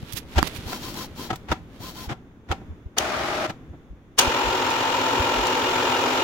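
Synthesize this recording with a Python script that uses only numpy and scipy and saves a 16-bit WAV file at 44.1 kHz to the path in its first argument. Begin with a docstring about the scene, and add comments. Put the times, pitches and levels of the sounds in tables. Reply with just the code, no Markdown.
"""On a wooden table, an inkjet printer starts up while its scanner lid is lifted and propped open.
The print carriage slides in short strokes, its belt whining, and knocks against its stops. Then a latch
clacks in and the feed motor turns its plastic gears twice: briefly, then steadily with a rattle, hum and
whine. Handling adds soft thumps, and fingers brush and tap the microphone on the right.
Underneath are a quiet whir and the rumble of the room."""
import sys
import numpy as np
from scipy import signal
from scipy.fft import rfft, irfft, next_fast_len
from scipy.io import wavfile

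SR = 44100
rng = np.random.default_rng(int(sys.argv[2]) if len(sys.argv) > 2 else 0)


def transcribe(u):
    """Save the signal u as a 16-bit wav file named by the first command-line argument.

    u: samples, shape (n,) or (channels, n), limited to [-1, 1]; the rate is SR.
    q: integer samples, one column per channel.
    """
    v = np.clip(np.atleast_2d(u).T, -1, 1)
    q = np.round(v * 32767).astype(np.int16)
    wavfile.write(sys.argv[1], SR, q)


N = 274743
TIME = np.arange(N) / SR

# The carriage touches a stop, then slams home and jolts the table. Positive tilt sounds brighter.
# slam_s, slam_db, touch_db, touch_ahead_s, touch_length_s, tilt_db_per_octave, ring_db, jolt_db
STOPS = [(0.38, -18, -31, .021, .033, 1.35, -2, -12), (1.329, -31, -24.5, 0.026, 0.01, -0.24, 3.5, -25),
         (1.515, -20, -35.5, .029, .024, .1, -1.5, -18.5),
         (2.12, -32.5, -30.5, 0.029, 0.025, -0.3, -6, -24.5),
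         (2.514, -21, -40.5, .025, .024, -0.55, -4.5, -19),
         (3.496, -29, -37.5, 0.024, 0.025, 0.2, -11, -31)]
# The tone of rubbing: pitch_hz, relative_db
RUB_COLOUR = [(100, -6.5), (400, -3), (900, -3.5), (1600, -1), (3500, 3.5), (7000, -4), (8500, -6),
              (12000, -3), (16000, -8)]


def long_gear_run(start_s=4.176, mesh_hz=947.6, teeth=22, slaps_per_s=40):
    """The feed motor turns steadily: the gear teeth rattle and whine, and the case hums."""
    # How the load on the gears changes their sound: time_s, whine_relative_db, hum_relative_db
    gear_load = [(4.24, -34.5, -30.5), (4.9, -33.5, -31.5), (5.16, -32, -27.5), (5.4, -34, -29.5),
                 (6.22, -35.5, -27.5)]
    # Tones of the meeting teeth: multiple_of_mesh_hz, relative_db, left_over_right_db
    gear_tones = [(.9425, 0, 1), (1.0, -2.5, 7), (1.9425, -15, 2), (3.0, -12, 2), (1.058, -9, 5),
                  (1.118, -14, 1), (.8665, -14, 2), (.7465, -15, -3)]
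    # The tone of the rattle and of the hum: pitch_hz, relative_db
    rattle_colour = [(60, -15.5), (110, 1), (180, -9.5), (300, -0.5), (600, -1.5), (900, 2.5), (1500, -2.5),
                     (2000, -5.5), (3300, -4.5), (4500, -12), (7200, -19), (8100, -29), (10000, -30),
                     (16000, -29)]
    hum_colour = [(150, -36), (210, -31), (250, -2), (400, -0.5), (550, 2), (700, -8.5), (1000, -36)]
    # Where the case rings under each: pitch_hz, width_hz, boost_db
    rattle_modes = [(818, 37, 6), (975, 100, 2), (1357, 116, 7), (2444, 56, 6), (2848, 75, 5),
                    (3270, 97, -3), (5520, 140, 2.5), (5880, 200, 3.5), (7200, 360, 7), (8950, 200, -1)]
    hum_modes = [(257.3, 20, 10.6), (369.5, 20.4, 10.3), (493.5, 31, 7.3)]
    on = running(start_s, np.inf, ramp_s=.018)
    age_s = np.maximum(TIME - start_s, 0)
    rattle_db = -27 + 8 * np.exp(-age_s / .06) + .8 * age_s  # surges, settles, then creeps up
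    whine_db, hum_db = curves(gear_load)
    mesh_phase = 2 * np.pi * np.cumsum(mesh_hz * (1 + .0012 * drift(1.5))) / SR
    throb = 1 + .22 * np.sin(mesh_phase / teeth)  # once for each turn of the small gear
    # Now and then a tooth slaps across the gap to its neighbour.
    slaps = (rng.random(N) < slaps_per_s / SR) * rng.standard_normal((2, N)) * from_db(14.5)
    force = (grains(spread_db=.5) + slaps) * throb * on * from_db(rattle_db)
    rattle = radiate(force, rattle_colour, rattle_modes)
    hum = radiate(rng.standard_normal((2, N)) * on * from_db(hum_db - .5), hum_colour, hum_modes)
    whine = np.zeros((2, N))
    for multiple, db, pan_db in gear_tones:
        # Loose teeth make each tone waver; it reaches the two sides out of step.
        phase = multiple * mesh_phase + .68 * drift(9.4) + np.array([[.6], [-.6]])
        whine += pan(from_db(db + 1.5 * drift(18)) * np.sin(phase), pan_db)
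    return pan(rattle, 1.8) + hum + whine * on * from_db(whine_db + 6)


def short_gear_run(start_s=2.965, stop_s=3.472, turn_hz=43, level_db=-27):
    """The gears rattle under load for half a second, throbbing with each turn of the shaft."""
    # The tone of the rattle: pitch_hz, relative_db
    colour = [(35, -47), (60, -9.5), (164, -11.5), (202, -11), (323, -6), (515, -9), (621, -2.5), (682, -5),
              (1090, -9), (1220, -5.5), (1700, -11), (5850, -24.5), (8310, -35.5), (16000, -42.5)]
    # Where the case rings: pitch_hz, width_hz, boost_db
    modes = [(342, 78, 4.5), (617, 34, 7.8), (673, 30, 3.5), (810, 66, 4.8), (1207, 14, 5.6),
             (2440, 60, 3.4), (6940, 150, 4)]
    throb = 1 + .12 * np.sin(2 * np.pi * turn_hz * TIME)
    force = grains(spread_db=1.5) * throb * from_db(level_db) * running(start_s, stop_s, ramp_s=.01)
    return pan(radiate(force, colour, modes), 2.4)


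def carriage(belt_hz=1036, whine_db=-5.5):
    """The carriage hisses along its rail and its belt whines: louder and higher as it speeds up."""
    # Strokes along the rail: start_s, stop_s, full_speed_db
    strokes = [(0.642, .813, -35.5), (0.784, .952, -36.5), (0.922, 1.084, -35), (1.143, 1.307, -38),
               (1.782, 1.949, -39), (1.922, 2.096, -39.5)]
    # The tone of the hiss: pitch_hz, relative_db
    rail_colour = [(60, -7), (150, 0), (280, 3), (500, -5.5), (1000, -9), (2000, -13), (4500, -12.5),
                   (7000, -17), (8200, -22), (11000, -21), (16000, -17.5)]
    # Where the rail and case ring: pitch_hz, width_hz, boost_db
    rail_modes = [(230, 80, 3), (1350, 150, 4), (3220, 200, 7), (3950, 250, 5), (4480, 140, 8),
                  (5550, 300, 6), (7050, 300, 4), (11400, 400, 4)]
    slide, whine = np.zeros(N), np.zeros(N)
    for start_s, stop_s, db in strokes:
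        speed = np.sin(np.pi / 2 * running(start_s, stop_s, ramp_s=.065))
        level = from_db(db) * speed ** 1.58
        pitch_hz = belt_hz * speed ** .7 * (1 + .025 * drift(120))
        slide += level
        whine += level * np.sin(2 * np.pi * np.cumsum(pitch_hz) / SR)
    hiss = radiate(grains(spread_db=2.5) * slide, rail_colour, rail_modes)
    roughness = 1 + .5 * drift(80)
    return pan(hiss + from_db(whine_db) * whine * roughness, 2.5)


def frame_knocks(slam_length_s=.01095, stop_pan_db=2.2, tick_ring_db=-14):
    """The carriage hits each stop twice, a touch and a slam, and small parts tick on the frame."""
    # Ticks of small parts: time_s, level_db, contact_s, tilt_db_per_octave
    ticks = [(0.7306, -25, .0005, 1.5), (.941, -38.5, 0.0025, 5.5), (1.358, -39, .0019, 8),
             (2.615, -46, .005, -3.5), (3.444, -30, 0.009, -.5), (3.73, -42, 0.027, -7.5)]
    # The tone of a knock: pitch_hz, relative_db
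    colour = [(50, -27), (150, 3), (350, -3.5), (800, -3), (1400, -6), (2500, -10.5), (4500, -18.5),
              (7000, -23.5), (9000, -34), (16000, -37.5)]
    # Where the knocked case rings: pitch_hz, width_hz, boost_db
    modes = [(327, 93, 8.5), (770, 125, 9.1), (960, 64, 5.2), (1358, 37, 8.1), (1800, 31, 1.7),
             (3440, 200, 3.8)]
    hits = []
    for slam_s, slam_db, touch_db, ahead_s, touch_length_s, tilt, ring_db, _ in STOPS:
        hits.append((slam_s - ahead_s, touch_db, touch_length_s, tilt, stop_pan_db, ring_db))
        hits.append((slam_s, slam_db, slam_length_s, tilt, stop_pan_db, ring_db))
    hits += [(*tick, 0, tick_ring_db) for tick in ticks]  # in the middle
    return blows(hits, colour, modes, swell_db=-9.5, swell_s=.0095, fade_s=.032,
                 echo_db=-6, echo_s=.2, grain_db=1.5)


def latch_clacks(tilt=1, pan_db=1.5, ring_db=-9):
    """The latch and the gear teeth snap into place with short, bright clacks."""
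    # Snaps: time_s, level_db, contact_s
    clacks = [(2.9829, -16.5, 0.0035), (4.187, -12, 0.01), (4.211, -25, .0075), (4.703, -33.5, .003),
              (5.468, -30, .0036)]
    # The tone of a clack: pitch_hz, relative_db
    colour = [(100, -15), (300, -9), (1000, -1.5), (3000, -3), (6500, -3), (8000, -9.5), (11000, -12.5),
              (16000, -16)]
    # Where the case rings after a clack: pitch_hz, width_hz, boost_db
    modes = [(900, 120, 5), (3000, 740, 9.1), (4550, 190, 3.2), (5270, 230, 1.8), (6230, 1000, 6),
             (8950, 400, 9.2)]
    hits = [(*clack, tilt, pan_db, ring_db) for clack in clacks]
    return blows(hits, colour, modes, swell_db=-9, swell_s=.0032, fade_s=.015,
                 echo_db=-10.5, echo_s=.25, grain_db=1)


def blows(hits, colour, modes, swell_db, swell_s, fade_s, echo_db, echo_s, grain_db):
    """A brief soft swell of noise leads into each hit; parts chatter, the frame rings, the room echoes."""
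    # Notes of the struck frame: pitch_hz, relative_db, fade_s (time to fall by 60 dB)
    frame_notes = [(335, -7.5, 0.045), (761, -1.5, 0.066), (900, -4.5, 0.061), (1290, -1.5, 0.052),
                   (1830, -13, 0.018)]
    out = np.zeros((2, N))
    t = TIME[:SR // 3] - .03  # the parts meet at t = 0
    for time_s, db, contact_s, tilt, pan_db, ring_db in hits:
        swell = from_db(swell_db) * np.exp(np.minimum(t, 0) / swell_s)
        shape = np.where(t < 0, swell, from_db(-60 * np.maximum(t - contact_s, 0) / fade_s))
        force = grains(grain_db, size=len(t)) * shape
        force *= np.sqrt(np.sum(shape ** 2) / np.sum(force ** 2, axis=1, keepdims=True))
        echo = rng.standard_normal(force.shape) * from_db(echo_db - 60 * t / echo_s) * (t > contact_s)
        echo *= np.sqrt(contact_s / fade_s)  # a brief tap sends little energy into the room
        chatter = radiate(force + echo, colour, modes, tilt)
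        side_lead_s = rng.uniform(0, .0003, (2, 1))  # one side hears the ring slightly sooner
        frame = from_db(ring_db) * ring(frame_notes, t - contact_s / 4 + side_lead_s)
        add(out, from_db(db) * pan(chatter + frame, pan_db), time_s + t[0])
    return out


def table_thumps(faint_count=8, faint_until_s=2.6, bump_cycles=.89):
    """Slams and soft bumps sway the table for a cycle or two and set it shuddering."""
    # Bumps of lid, table and hand: middle_s, level_db, pitch_hz, cycles (of swell and of fade)
    bumps = [(.033, -24, 126, 0.52), (.143, -25, 90, .4), (.409, -25, 62, 1), (.591, -27.5, 95, .65),
             (.668, -23, 85, .75), (1.809, -29, 98, 0.9), (2.08, -26, 70, .7), (2.712, -29.5, 78, 1.5),
             (2.866, -25, 65, .5), (3.708, -32.5, 82, 1), (3.92, -32.5, 50.5, 1), (4.279, -16.5, 62, 0.39),
             (4.475, -26.5, 55, 1.3), (5.206, -19.5, 81.5, .7), (5.399, -29, 49, 1.6)]
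    # The harder the carriage slams, the deeper the jolt.
    jolts = [(slam_s, jolt_db, 71 * 2 ** ((-18 - slam_db) / 18), bump_cycles)
             for slam_s, slam_db, *_, jolt_db in STOPS]
    faint = []  # chance bumps of the hand on the lid
    for k, (when, size, pitch) in enumerate(rng.random((faint_count, 3))):
        middle_s = faint_until_s * (k + when) / faint_count
        faint.append((middle_s, -37.5 + 8 * (size - .5), 85 * 2 ** (pitch - .5), bump_cycles))
    out = np.zeros((2, N))
    for middle_s, db, hz, cycles in jolts + bumps + faint:
        t = TIME[:SR // 5] - min(middle_s, .1)
        side_phase = .34 * rng.choice([-1, 1]) * np.array([[1], [-1]])
        sway = -np.sin(2 * np.pi * hz * t + side_phase)
        low_pass = signal.butter(2, 1.7 * hz, fs=SR, output="sos")
        shudder = .29 * unit_power(signal.sosfilt(low_pass, rng.standard_normal((2, len(t)))))
        swell = from_db(db) / np.cosh(1.72 * t * hz / cycles)
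        add(out, (sway + shudder) * swell, middle_s + t[0])
    return out


def finger_rubs():
    """Fingers brush the microphone on the right, in short gritty swells."""
    # Brushes: middle_s, level_db, half_length_s, tilt_db_per_octave
    rubs = [(0.104, -45, 0.027, -3.5), (0.125, -34.5, .002, 2), (.134, -33.5, .0053, 5),
            (.175, -29.5, .011, .3), (0.454, -35, 0.03, -4), (.475, -29.5, .005, -2),
            (.563, -38, 0.014, -1.5)]
    out = np.zeros((2, N))
    for middle_s, db, half_s, tilt in rubs:
        t = TIME[:SR // 3] - min(middle_s, .16)
        force = grains(spread_db=3, size=len(t)) / np.cosh(1.32 * t / half_s)
        pan_db = -27.5 - 4 * tilt  # nearer rubs are brighter and more one-sided
        add(out, from_db(db) * pan(radiate(force, RUB_COLOUR, tilt=tilt), pan_db), middle_s + t[0])
    return out


def finger_tap(time_s=.4286, gain_db=1.5, pan_db=-28):
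    """A fingertip taps the microphone: one sharp click on the right."""
    # Notes of the click: pitch_hz, relative_db, fade_s (time to fall by 60 dB)
    tap_notes = [(275, -7, 0.014), (1170, 2.5, 0.0045), (1650, -3, 0.0044), (4660, -12.5, 0.0062),
                 (11600, -16, 0.0039)]
    out = np.zeros((2, N))
    add(out, pan(from_db(gain_db) * ring(tap_notes, TIME[:SR // 20]), pan_db), time_s)
    return out


def lid_slide():
    """Plastic drags dully on plastic as the lid is lifted and propped."""
    # Loudness of the drag: time_s, level_db
    drag = [(0, -51.5), (.2, -50), (.255, -59.5), (.33, -45), (.56, -43), (.85, -49), (1.66, -68),
            (1.765, -53.5), (1.95, -85)]
    db, = curves(drag)
    return pan(radiate(grains(spread_db=3.5) * from_db(db), RUB_COLOUR, tilt=-4), -2)


def idle_whir():
    """The printer whirs softly over the low rumble of the room."""
    # Loudness of whir and room together: time_s, level_db
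    loudness = [(0, -44.5), (.9, -40), (1.45, -44), (2.1, -46), (2.42, -50.5), (2.6, -42.5), (2.9, -49.5),
                (3.55, -44), (3.95, -50)]
    # Their tone: pitch_hz, relative_db
    colour = [(25, -8), (60, -2), (150, -4.5), (280, -5), (450, -13.5), (700, -21), (1200, -24.5),
              (2100, -31), (2900, -37.5), (4400, -47.5), (6800, -45), (8000, -56), (11000, -53.5),
              (16000, -54)]
    # Where the whir rings: pitch_hz, width_hz, boost_db
    modes = [(3500, 400, 8), (6500, 600, 2)]
    db, = curves(loudness)
    return from_db(db) * radiate(rng.standard_normal((2, N)), colour, modes)


def radiate(force, colour, modes=(), tilt=0):
    """A body colours two rows of force and sends them left and right; tilt is in dB per octave."""
    # How alike the two sides sound: pitch_hz, likeness (0 unrelated, 1 the same)
    likeness = [(40, 0.62), (120, 0.94), (280, 0.98), (560, 0.88), (950, 0.49), (2000, 0), (8000, 0.053),
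                (16000, 0)]
    length = force.shape[1]
    size = 2 * next_fast_len(length // 2 + 2048)
    hz = np.maximum(np.arange(size // 2 + 1) * SR / size, 1)
    db = at_hz(colour, hz) + tilt * np.log2(np.maximum(hz, 150))
    for pitch_hz, width_hz, boost_db in modes:
        db = db + boost_db / (1 + (2 * (hz - pitch_hz) / width_hz) ** 2)
    # A minimum-phase filter: the body rings only after it is struck.
    cepstrum = irfft(np.log(unit_power(from_db(db))))
    cepstrum[1:size // 2] *= 2
    cepstrum[size // 2 + 1:] = 0
    mid, side = rfft(force, size) * np.exp(rfft(cepstrum))
    alike = at_hz(likeness, hz)
    side *= np.sqrt((1 - alike) / (1 + alike))
    return irfft(np.array([mid + side, mid - side]))[:, :length]


def grains(spread_db, size=N):
    """Many tiny contacts of uneven strength, in two unrelated rows."""
    strength = from_db(spread_db * np.clip(rng.standard_normal(size // 16 + 1), -2.5, 2.5))
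    return unit_power(rng.standard_normal((2, size)) * np.repeat(strength, 16)[:size])


def ring(notes, t):
    """Pure tones that start at t = 0 and die away."""
    t = np.maximum(t, 0)
    return sum(from_db(db - 60 * t / fade_s) * np.sin(2 * np.pi * hz * t) for hz, db, fade_s in notes)


def drift(rate_hz, steps_per_s=400):
    """A smooth random wobble, about 1 in size."""
    steps = rng.standard_normal(int(N / SR * steps_per_s) + steps_per_s)
    memory = np.exp(-2 * np.pi * rate_hz / steps_per_s)
    smooth = signal.lfilter([1], [1, -2 * memory, memory * memory], steps)[steps_per_s - 1:]
    return np.interp(TIME * steps_per_s, np.arange(len(smooth)), unit_power(smooth))


def running(start_s, stop_s, ramp_s):
    """1 while a motor turns, with a ramp at each end."""
    return np.clip((TIME - start_s) / ramp_s, 0, 1) * np.clip((stop_s - TIME) / ramp_s, 0, 1)


def curves(rows):
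    """Join timed points with straight lines, one curve for each column of values."""
    times, *columns = np.transpose(rows)
    return [np.interp(TIME, times, column) for column in columns]


def at_hz(points, hz):
    """Read between points along a pitch scale."""
    pitches, values = np.transpose(points)
    return np.interp(np.log(hz), np.log(pitches), values)


def from_db(db):
    """Decibels to gain."""
    return 10 ** (np.asarray(db) / 20)


def unit_power(x):
    """Scale to an average power of 1."""
    return x / np.sqrt(np.mean(x ** 2) + 1e-20)


def pan(x, db):
    """Lean to the left by db (right if negative), keeping the power."""
    return x * unit_power(from_db([[db / 2], [-db / 2]]))


def add(out, sound, time_s):
    """Mix a sound in at the given time."""
    start = max(round(time_s * SR), 0)
    out[:, start:start + sound.shape[1]] += sound[:, :N - start]


def scene():
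    """The open printer from an arm's length away."""
    machine = frame_knocks() + latch_clacks() + carriage() + short_gear_run() + long_gear_run()
    return machine + table_thumps() + finger_rubs() + finger_tap() + lid_slide() + idle_whir()


def record(dry):
    """The loudest peaks are flattened, and the treble above 16050 Hz is cut."""
    low_pass = signal.ellip(12, .1, 70, 16050, fs=SR, output="sos")
    return signal.sosfilt(low_pass, np.clip(dry, -.86, .86))


dry = scene()
out = record(dry)
transcribe(out)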